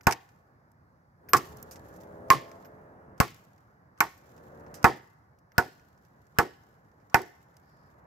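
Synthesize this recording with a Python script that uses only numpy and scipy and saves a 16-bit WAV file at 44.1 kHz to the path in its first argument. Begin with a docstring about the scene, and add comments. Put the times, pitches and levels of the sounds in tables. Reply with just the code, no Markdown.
"""A machete chops into a fallen branch nine times in a wood. Each impact cracks, excites the damped
modes of the branch and thumps the ground; the trunks scatter the sound back as reverberation.
The blade swishes, clips twigs and at times rings, chips patter down, and dry leaves rustle.
A distant road washes under it all, an engine pulls away twice, and a thin hiss passes near the end.
Two microphone ports a hand apart receive the sound with differences of level and arrival time."""
import sys
import numpy as np
from scipy import signal
from scipy.fft import rfft, irfft, next_fast_len
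from scipy.io import wavfile
from scipy.ndimage import uniform_filter1d

SR = 44100
rng = np.random.default_rng(int(sys.argv[2]) if len(sys.argv) > 2 else 0)


def store_wav(level_fs):
    """Save 16-bit WAV to argv[1]."""
    pcm = np.round(np.clip(np.atleast_2d(level_fs), -1, 1) * 32767)
    wavfile.write(sys.argv[1], SR, pcm.T.astype(np.int16))


N = 355710

# start_s, crack_db, knock_db, thump_db, ring_db of six mode groups (low to high),
# bite_ms, held_fraction, debris_db, swish_db, shaken_leaves_db
CHOPS = [(0.069, -13.5, -2.5, -25, -32, -12.5, -19.5, -21, -13, -27, 6.3, 0.69, -28.5, -63, -59.5),
         (1.3333, -9, -10, -43.5, -26.5, -27, -10, -13.5, -18, -27.5, 6, 0.75, -26, -57.5, -48.5),
         (2.3022, -12, 0.5, -32, -46, -30.5, -6, -23.5, -5.5, -33, 6.4, 0.57, -20, -59.5, -53.5),
         (3.2013, -13, -4.5, -23.5, -45.5, -28, -19.5, -19.5, -18.5, -35, 6.5, 0.86, -25.5, -56.5, -53),
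         (4.0045, -11, 2.5, -56.5, -48, -20, -20, -19.5, -17.5, -40, 6, 0.76, -32.5, -56, -58),
         (4.8424, -15, -4.5, -24.5, -21.5, -9, -14.5, -11.5, -7, -37, 6.4, 0.87, -23, -47, -57),
         (5.5806, -12.5, -5, -27.5, -29, -19, -33, -11.5, -37, -37, 4.1, 0.67, -32.5, -54.5, -57.5),
         (6.3861, -12.5, -2, -29, -26, -17.5, -22.5, -14, -20, -38, 6, 0.84, -29.5, -50.5, -62.5),
         (7.1439, -14.5, 4.5, -30, -26, -16, -27.5, -15.5, -10.5, -42.5, 6, 0.36, -29.5, -51, -58.5)]
KNOCK_BELOW_HZ, SWISH_S = 2400, .05
THUMP_PAN_DB = 5  # every pan is left level minus right level


def chop(crack_db, knock_db, thump_db, *ring_db, bite_ms, held, debris_db):
    """Impact excitation: one blow drives the wood, the ground, the echo and the debris."""
    t = np.arange(SR // 2) / SR
    crack_noise, echo_noise, debris_noise = rng.standard_normal((3, 2, len(t)))
    crack = edge_crack(t, crack_noise, crack_db, knock_db)
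    ring = branch_ring(t, ring_db, bite_ms, held)
    body_db = 0.11 * (ring_db[0] - ring_db[2] + 8.0)  # missing the low modes shakes less ground
    debris = flying_debris(t, debris_noise, debris_db, body_db)
    return crack + ground_thump(t, thump_db) + ring + trunk_echo(echo_noise, ring, crack) + debris


def edge_crack(t, noise, level_db, knock_db):
    """A brief contact has a broad spectrum: a noise burst with a fast and a slower decay."""
    spectrum = [(880, -20.5), (1500, -1.5), (2480, -6), (3380, -25), (4400, -20), (5250, -13),
                (6100, -18.5), (7850, -18), (9890, -31.5), (13500, -16), (15500, -27), (16500, -58)]  # frequency_hz, density_db
    sides = [(1500, -3), (4400, -5.5), (8100, 7), (15000, 7.5)]  # frequency_hz, pan_db
    noise = noise + 0.05 * noise[::-1]
    burst = evened(coloured(noise, lambda hz: read(spectrum, hz) + [[.5], [-.5]] * read(sides, hz)))
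    burst = coloured(burst, lambda hz: knock_db * (hz < KNOCK_BELOW_HZ))
    decay = 1.4 * np.exp(-t / 0.0021) + 0.21 * np.exp(-t / 0.014)
    return amp(level_db) * burst * np.minimum(t / 0.00057, 1) * decay


def branch_ring(t, ring_db, bite_ms, held):
    """Modal vibration: a sum of damped sinusoids, the lower ones held back while the edge bites in."""
    modes = [(320, -6, 0.13, 0), (368.3, -1, 0.24, -1.5), (432, -3.5, 0.13, -5), (474, -2.5, 0.15, 0),
             (630, -10.5, 0.031, -2.5), (712, 0, 0.1, -7), (762, -4.5, 0.16, -5), (822, 3.5, 0.077, -3.5),
             (914.6, 1.5, 0.11, -2), (984, -5.5, 0.067, -4.5), (1076, 5, 0.093, -2.5),
             (1171, 1, 0.071, -5.5), (1306, 1, 0.09, -6), (1359, -2.5, 0.052, -8), (1478, 6.5, 0.052, -9),
             (1688, 0.5, 0.062, 0.5), (1818, -8, 0.071, -7), (2052, -6, 0.052, -7), (2470, -7.5, 0.016, -4),
             (2278, -13, 0.021, 3), (2392, -8, 0.04, 1), (2496, -6.5, 0.039, -3), (2800, -18.5, .04, -8),
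             (1145, 0, .09, -4.5), (1834, -27.5, 0.33, -4), (4890, -1, 0.032, -5.5), (5190, 5, 0.028, -7),
             (5700, -4.5, 0.023, -4.5), (6700, -4, 0.047, 0), (7730, -4, .04, 3.5)]  # pitch_hz, level_db, t60_s, pan_db
    groups_hz = (420, 900, 1090, 1500, 2200, 5000)  # frequency_hz of each mode group
    hz, db, t60, pan_db = np.transpose(modes)[:, :, None]
    db = db + read(np.c_[groups_hz, ring_db], hz) + 0.85 * rng.standard_normal(hz.shape)
    hz = hz * (1 + .003 * rng.standard_normal(hz.shape))
    phase = 2 * np.pi * (hz * t + rng.random(hz.shape))
    release = 1 - np.clip(held, 0, 1) * (hz < KNOCK_BELOW_HZ) * np.exp(-(1000 * t / bite_ms) ** 2)
    envelope = amp(db - 60 * t / t60) * release * np.minimum(t / 0.00045, 1)
    # torn fibres blur each mode, the high ones and the tails most
    blur = np.clip(np.minimum(hz / 2200, .75) ** 2.2 + t / .1, .3, .9)
    blur *= 1 - .7 * np.exp(-((hz - 1075) / 40) ** 2)  # one mode rings clearer than the rest
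    drift = waver(envelope.shape, size=160)
    envelope *= 1 + blur * drift
    phase += 1.2 * blur * drift[::-1]
    left = (envelope * amp(pan_db / 2) * np.sin(phase - .5)).sum(0)
    right = (envelope * amp(-pan_db / 2) * np.sin(phase)).sum(0)
    return highpass(np.array([left, right]), hz=180)  # the ring carries little bass


def ground_thump(t, level_db):
    """Impulse response of the ground: one push and its rebound, then a damped hum."""
    delay_s = np.array([[.0017], [.0002]])  # later at the left port
    u = np.maximum(t - delay_s, 0) / 0.00087
    push = 31.0 * u * (1 - u / 2) * np.exp(-u)
    hum = 0.29 * np.sin(2 * np.pi * 122 * t) * amp(-60 * t / 0.24)
    return amp(level_db) * pan(THUMP_PAN_DB) * (push + hum)


def trunk_echo(noise, ring, crack):
    """Reverberation: the blow is convolved with the diffuse impulse response of the trees."""
    t = np.arange(noise.shape[1]) / SR
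    response = tail(noise, stretch=1.8, late_gain=amp(-21)) * np.clip(t / 0.0067 - .3, 0, 1)
    # bright below 2 kHz, dull just above
    response = coloured(response, lambda hz: 1.8 * np.exp(-((hz - 1850) / 280) ** 2)
                        - 3.2 * np.exp(-((hz - 2550) / 400) ** 2))
    response /= np.linalg.norm(response[0])
    blow = coloured(ring, lambda hz: -12 * (hz > KNOCK_BELOW_HZ - 200)) + .9 * crack
    return amp(-20.5) * signal.fftconvolve(blow.mean(0)[None], response, axes=1)[:, :len(t)]


def flying_debris(t, noise, level_db, body_db):
    """Many small impacts merge into decaying noise; splinters crunch in its treble."""
    spectrum = [(35, -32.5), (60, -13.5), (133, -7), (234, -7.5), (342, 1), (600, -10.5), (796, -2.5),
                (1610, -19.5), (2040, -16), (2700, -28), (4000, -31.5), (5000, -27.5), (6000, -31),
                (8960, -35), (14700, -26), (16500, -64)]  # frequency_hz, density_db
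    spray = evened(coloured(noise, lambda hz: read(spectrum, hz)))
    spray = coloured(spray, lambda hz: body_db * np.clip(np.log2(1200 / (hz + 1)), 0, 1))
    spray = tail(spray, stretch=0.92)
    splinters = crackly(170., 3., len(t)) * highpass(spray, hz=900, order=1)
    debris = 1.3 * spray + .7 * splinters
    return amp(level_db) * np.minimum(t / 0.0046, 1) * (debris + 0.38 * debris[::-1])


def tail(noise, stretch, late_gain=0, late_t60_s=1.3):
    """Frequency-dependent decay among the trunks; the far ones can add a long, late answer."""
    decay_times = [(100, 0.26), (500, 0.19), (1500, 0.13), (3000, 0.36), (6000, 0.25), (13000, 0.13)]  # frequency_hz, base_t60_s
    hz, t, bands = signal.stft(noise, SR, nperseg=256)
    t60 = stretch * read(decay_times, hz)[:, None]
    fade = amp(-60 * t / t60) + late_gain * amp(-60 * t / late_t60_s)
    return signal.istft(bands * fade, SR, nperseg=256)[1][:, :noise.shape[1]]


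def swish(level_db):
    """Aeolian sound: air whistles off the edge, higher and stronger as the blade speeds up."""
    rise = np.linspace(0, 1, round(SWISH_S * SR))
    carrier = np.exp(2j * np.pi * np.cumsum(800 + 650 * rise) / SR)
    noise = uniform_filter1d(rng.standard_normal((2, 2, len(rise))), 90)
    whistle = evened(((noise[0] + 1j * noise[1]) * carrier).real)
    return amp(level_db) * rise ** 1.5 * np.clip(5 * (1 - rise), .3, 1) * whistle


def blade_ring(level_db):
    """Free vibration: the high modes of the steel sing briefly after brushing a twig."""
    modes = [(12220, 0.5, .13), (13390, -0.5, 0.154), (14590, -7.5, .06), (15000, 1, .04)]  # pitch_hz, level_db, t60_s
    t = np.arange(round(0.042 * SR)) / SR  # faded out at 42 ms
    song = 0
    for hz, db, t60 in modes:
        envelope = amp(db - 60 * t / t60) * (1 + .7 * waver(len(t), size=60))
        song += envelope * np.sin(2 * np.pi * (hz * t + rng.random()))
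    return amp(level_db) * pan(2.9) * evened(song) * signal.windows.tukey(len(t), .1)


def bounce(level_db, pitch_hz=135, rise_s=.012):
    """A heavily damped oscillation: the branch drops back on the ground with a soft thud."""
    t = np.arange(4000) / SR
    envelope = np.e * t / rise_s * np.exp(-t / rise_s)
    return amp(level_db) * pan(THUMP_PAN_DB) * envelope * np.sin(2 * np.pi * pitch_hz * t - [[.8], [0]])


def twig_or_chip(level_db, crunch_ms, dull_db_per_octave, pan_db):
    """Impact noise, a sharp tick and short crunch: the blade clips a twig, or a chip lands in leaves."""
    spectrum = [(880, -34), (1500, -4.5), (2550, -6.5), (3410, -17.5), (4300, -12.5), (5100, -2.5),
                (6300, -3.5), (7200, -8.5), (8770, -12.5), (9990, -16), (13900, -10), (15700, -27.5),
                (16500, -61.5)]  # frequency_hz, density_db
    t = np.arange(4000) / SR
    noise = rng.standard_normal((2, len(t)))
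    tick = np.exp(-t / 0.00061)
    crunch = amp(-9) * np.exp(-(1000 * t / crunch_ms) ** 2)
    burst = coloured(noise + 0.17 * noise[::-1], lambda hz: read(spectrum, hz)
                     + dull_db_per_octave * np.log2(8500 / np.clip(hz, 1500, 15000)))
    return amp(level_db) * pan(pan_db) * evened(burst) * (tick + crunch) * np.minimum(t / 0.0006, 1)


def leaf_litter():
    """Incoherent sources add in power: leaves crackle, shaken by each blow and rustling in between."""
    spectrum = [(1060, -37), (1800, -3.5), (2710, -5), (3780, -6), (4720, -6), (7160, -3.5), (9120, -18.5),
                (11600, -4.5), (13500, -7), (15500, -8), (16500, -47)]  # frequency_hz, density_db
    rustles = [(0.294, 0.044, -87.5), (1.496, 0.52, -70), (2.454, 0.16, -74.5), (3.419, 0.24, -83),
               (4.236, 0.049, -68), (4.425, .3, -77.5), (5.749, 0.9, -79.5), (6.606, 0.61, -84),
               (7.356, 0.61, -80)]  # start_s, length_s, level_db
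    hiss = evened(coloured(rng.standard_normal((2, N)), lambda hz: read(spectrum, hz)))
    crackle = .55 + .4 * crackly(90., 3.5, N) + .25 * crackly(25., 3., N, burst_ms=1.5)
    port_flicker = .9 + .14 * crackly(25., 3., (2, N))
    shaken = sum(swell(s, 0, db, rise_s=0.032, fall_db_per_s=84) for s, *_, db in CHOPS)
    rustled = sum(swell(*row, rise_s=0.024, fall_db_per_s=56.5) for row in rustles)
    return evened(hiss * crackle * port_flicker) * np.sqrt(shaken + rustled)


def engine(pull):
    """Engine orders: wavering tones at multiples of the cycle rate, over the roar of the exhaust."""
    orders = [(2.747, -2, -6.5), (4.567, -6.5, -7.5), (5.75, -5, -8.5), (5.9, -3, -7.5), (7.82, -5.5, -2.5),
              (10.23, -8, -1), (11.6, -6, -13), (12.93, -12.5, 0), (14, 2, -12), (16.1, -11.5, 0),
              (16.9, -2, -11.5), (18.33, -7.5, 1), (20.4, -14, 1.5), (26, -16, -9.5)]  # cycle_multiple, cold_db (warmth 0), warm_db (warmth 1)
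    exhaust = [(70, -9), (160, -9), (250, -3.5), (340, -8), (430, -2), (530, 0), (660, -1.5), (760, -2.5),
               (1100, -9.5), (2000, -41.5)]  # frequency_hz, level_db
    s, *columns = np.transpose(pull)
    t = np.arange(s[0], s[-1], 1 / SR)
    cycle_hz, load_db, warmth = (np.interp(t, s, column) for column in columns)
    order, cold_db, warm_db = np.transpose(orders)[:, :, None]
    db = cold_db + np.clip(warmth, 0, 1) * (warm_db - cold_db)
    db += 1.5 * waver((len(order), len(t)), size=8000)
    phase = 2 * np.pi * (order * np.cumsum(cycle_hz) / SR + rng.random(order.shape))
    tones = (amp(db) * np.cos(phase)).sum(0)
    roar = coloured(rng.standard_normal((2, len(t))), lambda hz: read(exhaust, hz) - 30 * (hz < 40))
    hz, _, spectra = signal.stft(evened(1.2 * evened(tones) + evened(roar)), SR, nperseg=1024)
    heard = signal.istft(from_road(*spectra, hz), SR, nperseg=1024)[1][:, :len(t)]
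    return s[0], heard * amp(load_db) * signal.windows.tukey(len(t), .15)


def road():
    """Broadband traffic noise: rumble and tyre wash swell separately, with drifting spectral patches."""
    spectrum = [(12, -62), (20, -34.5), (53, -5), (128, -1), (265, -13), (305, -14), (342, -16.5),
                (372, -18), (634, -19.5), (1740, -26), (2890, -52.5), (4930, -38), (8890, -50.5),
                (13600, -43.5), (16500, -52)]  # frequency_hz, density_db
    traffic = [(0.0, 1, 11), (1.169, 0.5, 6), (1.4, 13, 19.5), (2.249, 8, 18), (2.5, 2.5, 18.5),
               (3.152, 7.5, 15.5), (3.5, 1.5, 11.5), (4.1, 1, 9.5), (4.75, 10, 23), (5.1, 1, 7.5),
               (6.5, 1.5, 11), (7.45, 0.3, 10.5), (8.07, 5.5, 15)]  # time_s, rumble_gain_db, wash_gain_db
    frames, hz = N // 256 + 5, np.fft.rfftfreq(1024, 1 / SR)
    t = np.arange(frames) * 256 / SR
    a, b, c, d, patches = rng.standard_normal((frames, 513, 5)).T
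    patch_db = 1.2 * evened(uniform_filter1d(uniform_filter1d(patches, 6, 0), 12, 1))
    dip_db = 2.0 * np.exp(-((hz - 2600) / 350) ** 2)  # the wash ends steeply above 2 kHz
    colour_db = (read(spectrum, hz) - dip_db)[:, None] + patch_db
    spectra = from_road(a + 1j * b, c + 1j * d, hz) * amp(colour_db)
    s, rumble_db, wash_db = np.transpose(traffic)
    high = np.clip(np.log2(hz / 200 + 1e-9) / 2, 0, 1)[:, None]
    tyre_band = high * (hz < 3000)[:, None]  # the faint hiss above stays steady
    swell_db = (1 - high) * np.interp(t, s, rumble_db) + tyre_band * np.interp(t, s, wash_db)
    resting_rms = np.sqrt(np.mean(signal.istft(spectra, nperseg=1024, noverlap=768)[1] ** 2))
    wash = signal.istft(spectra * amp(swell_db), nperseg=1024, noverlap=768)[1][:, :N]
    return highpass(amp(-64.0) / resting_rms * wash, hz=50)


def from_road(common, other, hz, lead_s=0.00032):
    """Partial coherence: a far sound reaches the left port first, and the ports differ more in treble."""
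    coherence = [(60, 0.93), (300, 0.99), (700, 0), (1500, 0.5), (3000, 0.6), (15000, .05)]  # frequency_hz, correlation
    same = np.clip(read(coherence, hz), 0, 1)[:, None]
    early = np.exp(2j * np.pi * hz * lead_s)[:, None]
    left = early * (same * common + np.sqrt(1 - same ** 2) * other)
    return pan(-1.2)[:, :, None] * np.array([left, common])


def thin_hiss(contour):
    """Narrow-band noise near 5 kHz that comes and goes."""
    s, db = np.transpose(contour)
    t = np.arange(s[0], s[-1], 1 / SR)
    band = coloured(rng.standard_normal((2, len(t))), lambda hz: -((hz - 5000) / 230) ** 2)
    return s[0], evened(band) * amp(np.interp(t, s, db)) * signal.windows.tukey(len(t), .2)


def crackly(rate_hz, spread_db, size, burst_ms=5.3):
    """Shot noise: an envelope of rms 1 made of short random bursts of uneven strength."""
    strength = amp(spread_db * np.minimum(rng.exponential(1, size), 5))
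    hits = strength * (rng.random(size) < rate_hz / SR)
    return evened(signal.lfilter([1], [1, -np.exp(-1000 / (burst_ms * SR))], hits))


def swell(start_s, length_s, db, rise_s, fall_db_per_s):
    """Power of a stir that rises, holds and decays exponentially."""
    t = np.arange(N) / SR - start_s
    return (np.clip(t / rise_s, 0, 1) * amp(db - fall_db_per_s * np.maximum(t - length_s, 0))) ** 2


def waver(shape, size):
    """Random drift of rms 1: noise smoothed twice over size samples."""
    return evened(uniform_filter1d(uniform_filter1d(rng.standard_normal(shape), size), size))


def amp(db):
    """Decibels to gain."""
    return 10 ** (np.asarray(db) / 20)


def evened(x):
    """Scales to rms 1."""
    return x / np.sqrt(np.mean(x ** 2) + 1e-20)


def read(points, hz):
    """Interpolates a table on a log-frequency axis."""
    f, value = np.transpose(points)
    return np.interp(np.log(hz + 1), np.log(f + 1), value)


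def pan(db):
    """Left and right gains for a level difference."""
    return amp(np.array([[db / 2], [-db / 2]]))


def coloured(x, db_of_hz):
    """Filters by a gain curve in dB."""
    size = next_fast_len(x.shape[-1])
    gain = amp(db_of_hz(np.fft.rfftfreq(size, 1 / SR)))
    return irfft(rfft(x, size) * gain, size)[..., :x.shape[-1]]


def highpass(x, hz, order=2):
    """Rolls off below a cutoff."""
    return signal.lfilter(*signal.butter(order, hz, "high", fs=SR), x)


def add(mix, s, sound):
    """Mixes a two-channel sound in at a time."""
    part = mix[:, round(s * SR):][:, :sound.shape[1]]
    part += sound[:, :part.shape[1]]


def scene():
    """Superposition of all sources at the two ports."""
    pulls = [
        [(1.15, 29.58, -51, 0.1), (1.28, 30.22, -55.5, 0.2), (1.6, 30.55, -55, 0), (1.88, 31.14, -53.5, .7),
         (2.1, 31.72, -51, 1), (2.3, 32.37, -46.5, 1), (2.64, 33.21, -54, 0.93), (3.13, 33.87, -57.5, 0.93),
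         (3.3, 33.81, -74, 0.9)],
        [(4.1, 27.84, -71, .8), (4.4, 28.51, -55, 0.5), (4.6, 28.46, -52.5, 0.9), (5.0, 29.57, -56, 0.8)],
    ]  # for each pull: time_s, cycle_hz, load_db, warmth_fraction
    hisses = [
        [(7.6, -89), (7.7, -78.5), (7.88, -81.5), (7.95, -94)],
    ]  # for each hiss: time_s, level_db
    ticks = [(0.0094, -46, 6.7, 6.5, -1), (0.033, -55.5, 18, -0.5, 2), (0.11, -22.5, 8.5, 3, 7),
             (0.1238, -16.5, 2.5, 3.5, -4), (0.1277, -23, 8.3, 3.5, -1), (0.2903, -55.5, 7.5, 4, -6),
             (0.717, -62, 4.7, -6, 1), (1.287, -45, 20, 6.5, -2), (1.367, -22, 15, -1.5, 3.5),
             (1.4895, -57, 14, -7, 13), (1.57, -46, 6.5, -7, -2.5), (1.6273, -35.5, 4.9, -15, -7.5),
             (1.711, -40, 27, -4, -3), (1.758, -45.5, 15, 1.5, -3), (1.8625, -63.5, 7, -4, -9.5),
             (1.8862, -57, 9.7, -16, -5), (1.9403, -60, 17, -5, -9), (1.9628, -55, 15, -7, -5),
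             (2.0095, -56, 14.7, -4, -10), (2.2847, -59, 9.5, 0.5, 3), (2.5153, -45, 3.9, 3, 3),
             (2.648, -48.5, 16, 7.5, -2), (3.179, -56.5, 9.3, -1, -6), (3.5792, -62, 9.3, 2, -5),
             (3.977, -57, 6.3, 5, -4.5), (3.986, -59, 5.5, -5, 0), (4.037, -38, 3, -13, 4),
             (4.072, -54, 3, 3, 0), (4.109, -63, 4, -1, 0), (4.177, -61, 11.6, -8, 13),
             (4.379, -55, 8.1, 5, -1.5), (4.432, -68, 3, -9, 0), (4.597, -61, 8.8, -5.5, 1.5),
             (4.664, -56, 12, 6, -2), (4.7418, -39.5, 24, -1.5, -5.5), (4.77, -52.5, 41, 3, 0),
             (4.8287, -36.5, 5, 1, -2), (5.387, -62.5, 7.6, -3, 4.5), (5.5188, -52, 7.1, 8.5, -0.5),
             (5.796, -57.5, 7.5, 6, -2.5), (5.977, -64.5, 6, 1.5, -1), (6.05, -65, 8.2, 0, -9.5),
             (6.268, -61.5, 5.2, -3, 0.5), (6.635, -65, 5.3, -2, 1), (6.915, -64, 6, 5, 0),
             (7.0, -68, 41, 6, -3), (7.098, -55, 8.6, 2, -1.5), (7.218, -39.5, 4.1, -5, 8),
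             (7.5675, -50.5, 5.6, 0, 2)]  # start_s, level_db, crunch_ms, dull_db_per_octave, pan_db
    bounces = [(1.352, -33.5), (2.345, -35.5), (4.88, -40)]  # start_s, level_db
    brushes = [(.011, -75), (1.29, -47.5), (2.648, -67), (5.519, -81)]  # start_s, level_db
    mix = road() + leaf_litter()
    for pull in pulls:
        add(mix, *engine(pull))
    for contour in hisses:
        add(mix, *thin_hiss(contour))
    for s, *blow, bite_ms, held, debris_db, swish_db, _ in CHOPS:
        add(mix, s - SWISH_S, swish(swish_db))
        add(mix, s, chop(*blow, bite_ms=bite_ms, held=held, debris_db=debris_db))
    for s, *contact in ticks:
        add(mix, s, twig_or_chip(*contact))
    for s, db in bounces:
        add(mix, s, bounce(db))
    for s, db in brushes:
        add(mix, s, blade_ring(db))
    return mix


def record(dry):
    """Bass roll-off, soft saturation near full scale and a band limit at 16.6 kHz."""
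    limited = 1.25 * np.tanh(highpass(dry, hz=45) / 1.25)
    lowpass = signal.firwin(1023, 16600, window=("kaiser", 12), fs=SR)
    return signal.oaconvolve(limited, lowpass[None], "same")


dry = scene()
out = record(dry)
store_wav(out)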